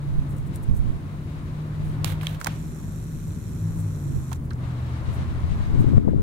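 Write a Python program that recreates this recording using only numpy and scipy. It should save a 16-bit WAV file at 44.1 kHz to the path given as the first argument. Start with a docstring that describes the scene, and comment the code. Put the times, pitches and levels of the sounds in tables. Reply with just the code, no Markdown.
"""An engine drones far away, climbs slowly and drops its speed: two sine tones locked to one speed curve.
Wind bumps two microphone ports as drifting noise and ends in a hard gust on the left that ducks the limiter.
A finger brushes the camera (hiss), knocks the zoom lever (ringing bursts); the zoom motor buzzes for two
seconds (pulsed, resonant noise). A goose grazes: small crackly bursts of bright noise.
Behind lie traffic wash, leaves, low road rumble and a thin hiss, all shaped noise."""
import sys
import numpy as np
from scipy import signal
from scipy.fft import rfft, irfft
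from scipy.io import wavfile
from scipy.ndimage import map_coordinates

SR = 44100
rng = np.random.default_rng(int(sys.argv[2]) if len(sys.argv) > 2 else 0)


def put_to_file(sound):
    """Save the sound as 16-bit audio at rate SR, in the file named by the first command-line argument."""
    columns = np.atleast_2d(sound).T  # one column per channel
    safe = np.clip(columns, -1, 1)
    whole_steps = np.round(safe * 32767)
    wavfile.write(sys.argv[1], SR, whole_steps.astype(np.int16))


N = 274302
TIME, FREQ = np.arange(N) / SR, np.fft.rfftfreq(N, 1 / SR)  # seconds, Hz

# How alike the two ports hear far sound. Each row: frequency in Hz, likeness from 0 to 1.
PORT_LIKENESS = [(30, 1), (130, 0.96), (300, 0.8), (640, 0.65), (1400, 0.32), (3000, 0), (15000, 0.2)]


def engine():
    """Two exhaust orders follow one speed and fade in the moving air; steadier machines hum behind."""
    # Main drone as the air carries it. 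Each row: time in seconds, level in dB.
    drone_points = [(.35, -29), (.55, -35.5), (1.4, -32), (2.15, -25.5), (2.55, -32), (3.25, -32.5),
                    (3.5, -39), (3.65, -27), (4.3, -32.5), (4.7, -28), (5.05, -30.5), (6.1, -35)]
    # Lower exhaust order. Each row: time in seconds, level in dB.
    lower_points = [(1.4, -47.5), (2.2, -30), (2.9, -44), (3.9, -29), (4.4, -34), (5.4, -30)]
    # Other machinery far off. Each row: pitch in Hz, early level in dB, late level in dB.
    far_tones = [(39, -47, -48), (111, -43, -48), (157, -56, -41), (230, -56, -46)]
    lower_ratio = 0.635  # pitch of the lower order against the main drone

    speed_wobble = 1 + 0.003 * wander(12)
    turns = np.cumsum(engine_hz() * speed_wobble) / SR
    drone_db = curves(drone_points)[0] + 0.9 * wander(7)
    lower_db = curves(lower_points)[0] + 2.95 * wander(6.4)
    out = amp(drone_db) * np.sin(2 * np.pi * turns)
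    out += amp(lower_db) * np.sin(2 * np.pi * turns * lower_ratio)
    for tone_hz, early_db, late_db in far_tones:
        phase = 2 * np.pi * tone_hz * TIME + 0.7 * wander(2.4)
        tone_db = np.interp(TIME, [3.4, 4.4], [early_db, late_db]) + 2.5 * wander(3)
        out += amp(tone_db) * np.sin(phase)
    return out * pan(0.99)


def engine_hz():
    """Pitch of the main drone: a steady climb, then throttled back to coast down towards idle."""
    start_hz, climb_hz_per_s, idle_hz = 142.6, 5.5, 120.96
    throttle_s, coast_s, coast_shape = 3.74, 0.31, 2.3
    climb = start_hz + climb_hz_per_s * np.minimum(TIME, throttle_s)
    coasted = np.maximum(TIME - throttle_s, 0) / coast_s
    return idle_hz + (climb - idle_hz) / (1 + coasted ** coast_shape)


def wind():
    """Eddies drift past each port, sucking harder than they push; each port leaks inverted into the other."""
    # Colour of the eddies before they drift. 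Each row: frequency in Hz, density in dB per Hz.
    eddy_spectrum = [(12, 3), (45, -2), (110, 1), (180, -6.5), (300, -15.5), (500, -38.5), (1000, -40),
                     (2500, -72), (8000, -95)]
    # Hardest buffets on the left port. Each row: time in seconds, pressure in dB, half width in seconds.
    hard_buffets = [(5.778, -7, .0024), (5.845, -9, .0008), (5.95, -3, .0021), (5.9812, 5.5, .0016),
                    (6.074, 0, .0012), (6.0805, -8, .0004), (6.088, -1, .0007), (6.135, -8, .0006),
                    (6.145, -3, .001)]
    # smaller buffets come by chance while the wind on the left port is above the onset
    small_per_s, onset_db, small_db, small_width_s = 22, -19, -15, 0.001
    skew, leak = 0.21, 0.29

    pressure, speed = gusts()
    place = np.cumsum(speed)  # faster eddies read through the noise quicker, so they sound higher
    eddies = []
    for _ in range(2):
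        still = noise(amp(read(eddy_spectrum)))
        eddies.append(map_coordinates(still, [place], order=3, mode="wrap"))
    flow = unit(np.tanh(np.array(eddies) / 3))
    flow = flow - skew * (flow ** 2 - 1)
    lumps = unit(amp(4.0 * np.tanh(wander(25))))
    ports = flow * pressure * lumps

    for s, db, width in hard_buffets:
        ports[0] += amp(db) * buffet(TIME - s, width)
    strong = pressure[0] > amp(onset_db)
    hits = (rng.random(N) < small_per_s / SR) * strong * rng.uniform(0.5, 1, N)
    small = buffet(np.arange(-0.01, 0.01, 1 / SR), small_width_s)
    ports[0] += amp(small_db) * signal.oaconvolve(hits, small, "same")
    return ports - leak * ports[::-1]


def gusts():
    """Each gust swells and dies over the light wind: pressure at both ports, and the speed of the eddies."""
    # Each row: centre in seconds, half length in seconds, level in dB, left minus right in dB,
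    # eddy speed factor.
    gust_rows = [(0.162, 0.048, -23, -12.5, 0.61), (0.419, .1, -35, -10, 0.69),
                 (.79, 0.099, -23.5, -14.5, 0.76), (1.87, 0.076, -32, -8, 0.61), (2.08, .09, -36, 8, 0.58),
                 (3.761, .1, -38, 12, 0.52), (4.15, .05, -34, -17.5, 1.15), (5.089, 0.034, -26.5, 14, .7),
                 (5.25, 0.059, -27, -1, 0.69), (5.539, 0.139, -26.5, 8, 0.74),
                 (5.781, 0.056, -16.5, 6.5, 1.15), (5.94, 0.073, -18.5, 14, 1.236),
                 (6.081, .03, -16, 14.5, 1.59), (6.18, 0.072, -21, 14.5, 1.3)]
    calm_db, calm_side_db, calm_eddies = -43, 5, 0.6  # light wind between the gusts

    power = (amp(calm_db) * pan(calm_side_db)) ** 2 * np.ones(N)
    drift = calm_eddies * power.sum(0)
    for s, length, db, side_db, eddies in gust_rows:
        swell = np.exp(-((TIME - s) / length) ** 2)
        gust = (amp(db) * pan(side_db)) ** 2 * swell
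        power = power + gust
        drift = drift + eddies * gust.sum(0)
    return np.sqrt(power), drift / power.sum(0)


def buffet(age, width):
    """One sharp eddy: a short suck between two weak pushes."""
    u = age / width
    return (u ** 2 - 1) * np.exp(-u ** 2 / 2)


def zoom():
    """A stepping motor rattles its gears at each step, strong and weak in turn; the body rings."""
    # Gear noise. Each row: frequency in Hz, density in dB per Hz, relative to the rings below.
    gear_spectrum = [(300, -28), (900, 3.5), (1400, 10.5), (2200, 3), (2850, -3), (3500, 1.5), (4850, -7),
                     (5500, 2.5), (9000, 2.5), (10300, -7), (13000, -9), (16000, -23)]
    # Rings of the camera body. Each row: pitch in Hz, width in Hz, relative left level in dB,
    # relative right level in dB.
    body_rings = [(2510, 115, -38, 8.5), (4050, 260, 5.5, 0), (5890, 300, 6, 8), (7230, 200, -1, 15.5),
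                  (8500, 240, -8, 7), (9400, 380, 5.5, 1), (11100, 320, -4, 5.5), (12800, 330, 4, 10.5)]
    step_hz, decay_s, steady, uneven = 150, 0.0017, 0.47, 0.11
    from_s, to_s, ramp_s, level_db = 2.395, 4.36, 0.022, -52.5

    steps = TIME * step_hz
    since_step_s = (steps % 1) / step_hz
    pulses = steady + np.exp(-since_step_s / decay_s)
    pulses *= 1 + uneven * np.cos(np.pi * np.floor(steps))
    pulses *= 1 + 0.1 * np.cos(np.pi * steps / 3)  # a slower swell every six steps
    power = np.tile(amp(read(gear_spectrum)) ** 2, (2, 1)) * pan(0.66) ** 2
    for hz, width_hz, left_db, right_db in body_rings:
        peak = 1 / (1 + ((FREQ - hz) / width_hz) ** 2) ** 2
        power += amp([[left_db], [right_db]]) ** 2 * peak
    pulsed_noise = pulses * rng.standard_normal((2, N))
    buzz = irfft(rfft(pulsed_noise) * np.sqrt(power), N)
    return amp(level_db) * gate(from_s, to_s, ramp_s) * unit(buzz)


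def knocks():
    """Each knock is a short crack and one broad plastic resonance; it sets the case ringing faintly."""
    # Finger and zoom lever. Each row: start in seconds, relative level in dB, ring in Hz, decay in seconds,
    # left minus right in dB, dry crack beside the ring in dB.
    knock_rows = [(2.0452, -7, 2302, 0.00075, -11.5, -3), (2.2119, -27.5, 2386, 0.0023, -8, -31),
                  (2.232, -24, 1270, .0025, -6, -22), (2.269, -9, 2970, .0012, -6, -22.5),
                  (2.401, -37, 10120, .01, 1.5, -2), (2.413, -22.5, 1470, 0.0042, -10.5, -15),
                  (2.4453, -13, 6050, 0.0013, -7.5, -2), (2.461, -18, 900, 0.0024, -6.5, -33),
                  (2.469, -11, 1700, 0.0023, -10, -18), (2.473, -19.5, 880, .005, -12, -23),
                  (4.316, -27, 980, 0.0092, -9.5, -27), (4.329, -26, 1670, 0.0034, -9, -2),
                  (4.506, -34.5, 4020, .0027, 0, -27), (4.509, -33.5, 1426, .011, -7, -35),
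                  (4.533, -38, 6000, 0.0019, 3, -30)]
    sharpness, dull_hz, level_db = 2.3, 14000, -6
    case_hz, case_db, case_decay_s = 3900, -20, 0.02

    size = 8192  # samples per knock
    t = np.arange(size) / SR
    hz = np.fft.rfftfreq(size, 1 / SR) + 1
    out = np.zeros((2, N))
    case = amp(case_db) * np.exp(-t / case_decay_s) * np.sin(2 * np.pi * case_hz * t)
    for s, db, ring_hz, decay, side_db, crack_db in knock_rows:
        ring = 1 / (1 + (sharpness * (hz / ring_hz - ring_hz / hz)) ** 2)
        colour = ring + amp(crack_db) / (1 + (hz / dull_hz) ** 2)
        shape = np.exp(-t / decay) * (1 - np.exp(-t / 0.0001))
        burst = shape * irfft(rfft(rng.standard_normal((2, size))) * colour)
        burst *= np.linalg.norm(shape) / np.linalg.norm(burst, axis=1, keepdims=True)
        burst += np.interp(case_hz, hz, ring) * case  # knocks near its pitch ring the case most
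        first = round(s * SR)
        out[:, first:first + size] += amp(db + level_db) * pan(side_db) * burst
    return out


def rattle():
    """A dull rattle dies away in the case after the lever's clack."""
    start_s, level_db, decay_s, top_hz = 2.475, -41.5, 0.076, 3800
    level = amp(level_db) * (TIME > start_s) * np.exp(-abs(TIME - start_s) / decay_s)
    dull = 1 / (1 + (FREQ / top_hz) ** 4)
    return level * np.array([noise(dull) for _ in range(2)]) * pan(-1.5)


def finger():
    """Skin hisses over the case beside the right port; each stroke bites, fades and lifts off."""
    # Skin hiss. Each row: frequency in Hz, density in dB per Hz.
    skin_spectrum = [(300, 7.5), (900, 4), (2000, 4), (3700, 4), (5000, -7), (9000, -6), (13000, -5),
                     (16000, -8)]
    # Slides of the finger. Each row: start in seconds, length in seconds, level in dB, fading in dB per second.
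    slides = [(2.043, 0.081, -36.5, -58), (2.21, .14, -46.5, -18)]
    attack_s, release_s = 0.0021, 0.02

    level = np.zeros(N)
    for s, length, db, fade_db_per_s in slides:
        age = np.maximum(TIME - s, 0)
        bite = np.minimum(age / attack_s, 1)
        fade = amp(db + fade_db_per_s * np.minimum(age, length))
        lift = np.exp(-np.maximum(age - length, 0) / release_s)
        level += bite * fade * lift
    roughness = amp(2.1 * wander(150))
    return level * roughness * pair(skin_spectrum, 0.12) * pan(-9.0)


def grazing():
    """The goose tears blades of grass in small crackly clumps; one stem snaps."""
    # Torn grass. Each row: frequency in Hz, density in dB per Hz.
    tear_spectrum = [(1500, -28), (4500, -14), (6500, -4), (8800, 2), (12000, -3), (16000, -5.5)]
    # Tears of grass. Each row: centre in seconds, level in dB, half length in seconds.
    tear_rows = [(0.312, -57, .02), (.38, -57, 0.014), (.472, -58, 0.0076), (.557, -53, .013),
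                 (0.636, -51.5, 0.0067), (0.769, -54.5, 0.016), (1.887, -61, .049), (3.798, -52.5, .015),
                 (4.455, -60, .01), (5.148, -56.5, 0.02), (5.807, -54, .012)]
    snap_s, snap_db, snap_decay_s = 0.5595, -33, 0.0012

    power = np.zeros(N)
    for s, db, length in tear_rows:
        power += amp(db) ** 2 * np.exp(-((TIME - s) / length) ** 2)
    crackle = unit(amp(3 * wander(550)))
    snap = amp(snap_db) * (TIME > snap_s) * np.exp(-abs(TIME - snap_s) / snap_decay_s)
    return (np.sqrt(power) * crackle + snap) * pair(tear_spectrum, 0.52) * pan(4)


def air():
    """Tyre wash and rustling leaves from the left, over a thin steady hiss."""
    # Three spectra. Each row: frequency in Hz, density in dB per Hz.
    wash_spectrum = [(200, -3), (450, -2.5), (600, 1.5), (780, -2.5), (1050, 1.5), (1600, -6),
                     (2200, -10.5), (3000, -25.5), (5000, -42), (9000, -59)]
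    leaf_spectrum = [(1000, 1.5), (2000, 2.5), (3000, 0.5), (3500, -1.5), (3900, 0.5), (4400, -4.5),
                     (5200, -8), (7000, -10.5), (10000, -16), (15000, -52)]
    hiss_spectrum = [(100, 10), (3500, 0.5), (5500, -3), (7500, -0.5), (7900, -4.5), (8300, 1),
                     (11000, -2.5), (16000, -5)]
    # Slow swells, before the hush. Each row: time in seconds, traffic wash in dB, rustle of leaves in dB.
    swells = [(0, -48.5, -57.5), (1.3, -49.5, -57), (2.2, -45, -53.5), (3, -49.5, -61), (4.8, -45, -51.5),
              (5.85, -43.5, -52), (6.2, -51.5, -58.5)]
    hush_wash_db, hush_leaves_db = -6.5, -19

    hush = gate(2.51, 4.52, 0.12)  # far air is hushed for most of the zoom
    wash_db, leaves_db = curves(swells) + np.outer([hush_wash_db, hush_leaves_db], hush)
    wash_level = amp(wash_db + 0.87 * wander(4.2))
    leaf_level = amp(leaves_db + 1.46 * wander(13.4))
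    alike = read(PORT_LIKENESS)
    wash = wash_level * pair(wash_spectrum, alike, lag_s=0.00026) * pan(1.96)
    leaves = leaf_level * pair(leaf_spectrum, alike, lag_s=0.00027) * pan(5.7)
    return wash + leaves + amp(-60) * pair(hiss_spectrum, 0.033)


def rumble():
    """Low roar of far roads, nearly the same at both ports."""
    # Each row: frequency in Hz, density in dB per Hz.
    road_spectrum = [(15, -30), (28, -50), (42, 0.5), (65, -1.5), (105, 3.5), (170, -1.5), (220, -6.5),
                     (320, -10.5), (450, -21), (700, -32), (1500, -47), (4000, -76)]
    level = amp(-33.3 + wander(7.3))
    return level * pair(road_spectrum, read(PORT_LIKENESS)) * pan(0.48)


def amp(db):
    """Decibels to gain."""
    return 10 ** (np.asarray(db) / 20)


def unit(x):
    """Scales to rms 1."""
    return x / np.sqrt(np.mean(x ** 2) + 1e-20)


def curves(rows):
    """Each column of a table, drawn through time."""
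    s, *columns = np.transpose(rows)
    return np.array([np.interp(TIME, s, c) for c in columns])


def read(points):
    """A spectrum table at every frequency."""
    hz, value = np.transpose(points)
    return np.interp(np.log(FREQ + 1), np.log(hz), value)


def noise(gain):
    """Noise of rms 1 with its spectrum shaped by the given gain at each frequency."""
    return unit(irfft(rfft(rng.standard_normal(N)) * gain, N))


def wander(hz):
    """Random drift of rms 1, rolling off above the given rate."""
    return noise(1 / (1 + (FREQ / hz) ** 4))


def pan(db):
    """Gains of the two ports for a left-minus-right level."""
    return amp([[db / 2], [-db / 2]])


def pair(spectrum, alike, lag_s=0):
    """Coloured noise at two ports: partly shared, the right one hearing it later by the lag."""
    left, other = rfft(rng.standard_normal((2, N)))
    shared = np.clip(alike, -1, 1)
    right = shared * left + np.sqrt(1 - shared ** 2) * other
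    right = right * np.exp(-2j * np.pi * FREQ * lag_s)
    return unit(irfft(np.array([left, right]) * amp(read(spectrum)), N))


def gate(start, stop, ramp):
    """Rises from 0 to 1 after start and falls back after stop."""
    return np.clip((TIME - start) / ramp, 0, 1) - np.clip((TIME - stop) / ramp, 0, 1)


def scene():
    """Far sounds, wind, the grazing goose and the noises of the camera itself."""
    dip_db = -10 * gate(2.372, 2.453, 0.02)  # the low sounds dip briefly around the start of the zoom
    low = (engine() + rumble()) * amp(dip_db)
    return low + wind() + zoom() + knocks() + rattle() + finger() + grazing() + air()


def record(dry):
    """A limiter ducks a little late and recovers slowly; peaks that outrun it clip; last comes the band limit."""
    recover_db_per_s, attack_s, edge_hz = 6, 0.00074, 15900
    over_db = 20 * np.log10(np.maximum(abs(dry).max(0), 1))
    fall = TIME * recover_db_per_s
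    held_db = np.maximum.accumulate(over_db + fall) - fall
    keep = np.exp(-1 / (attack_s * SR))
    duck_db = signal.lfilter([1 - keep], [1, -keep], held_db)
    limited = np.clip(dry * amp(-duck_db), -1, 1)
    band = signal.firwin(511, edge_hz, window=("kaiser", 9), fs=SR)
    return signal.oaconvolve(limited, band[None], "same")


dry = scene()
out = record(dry)
put_to_file(out)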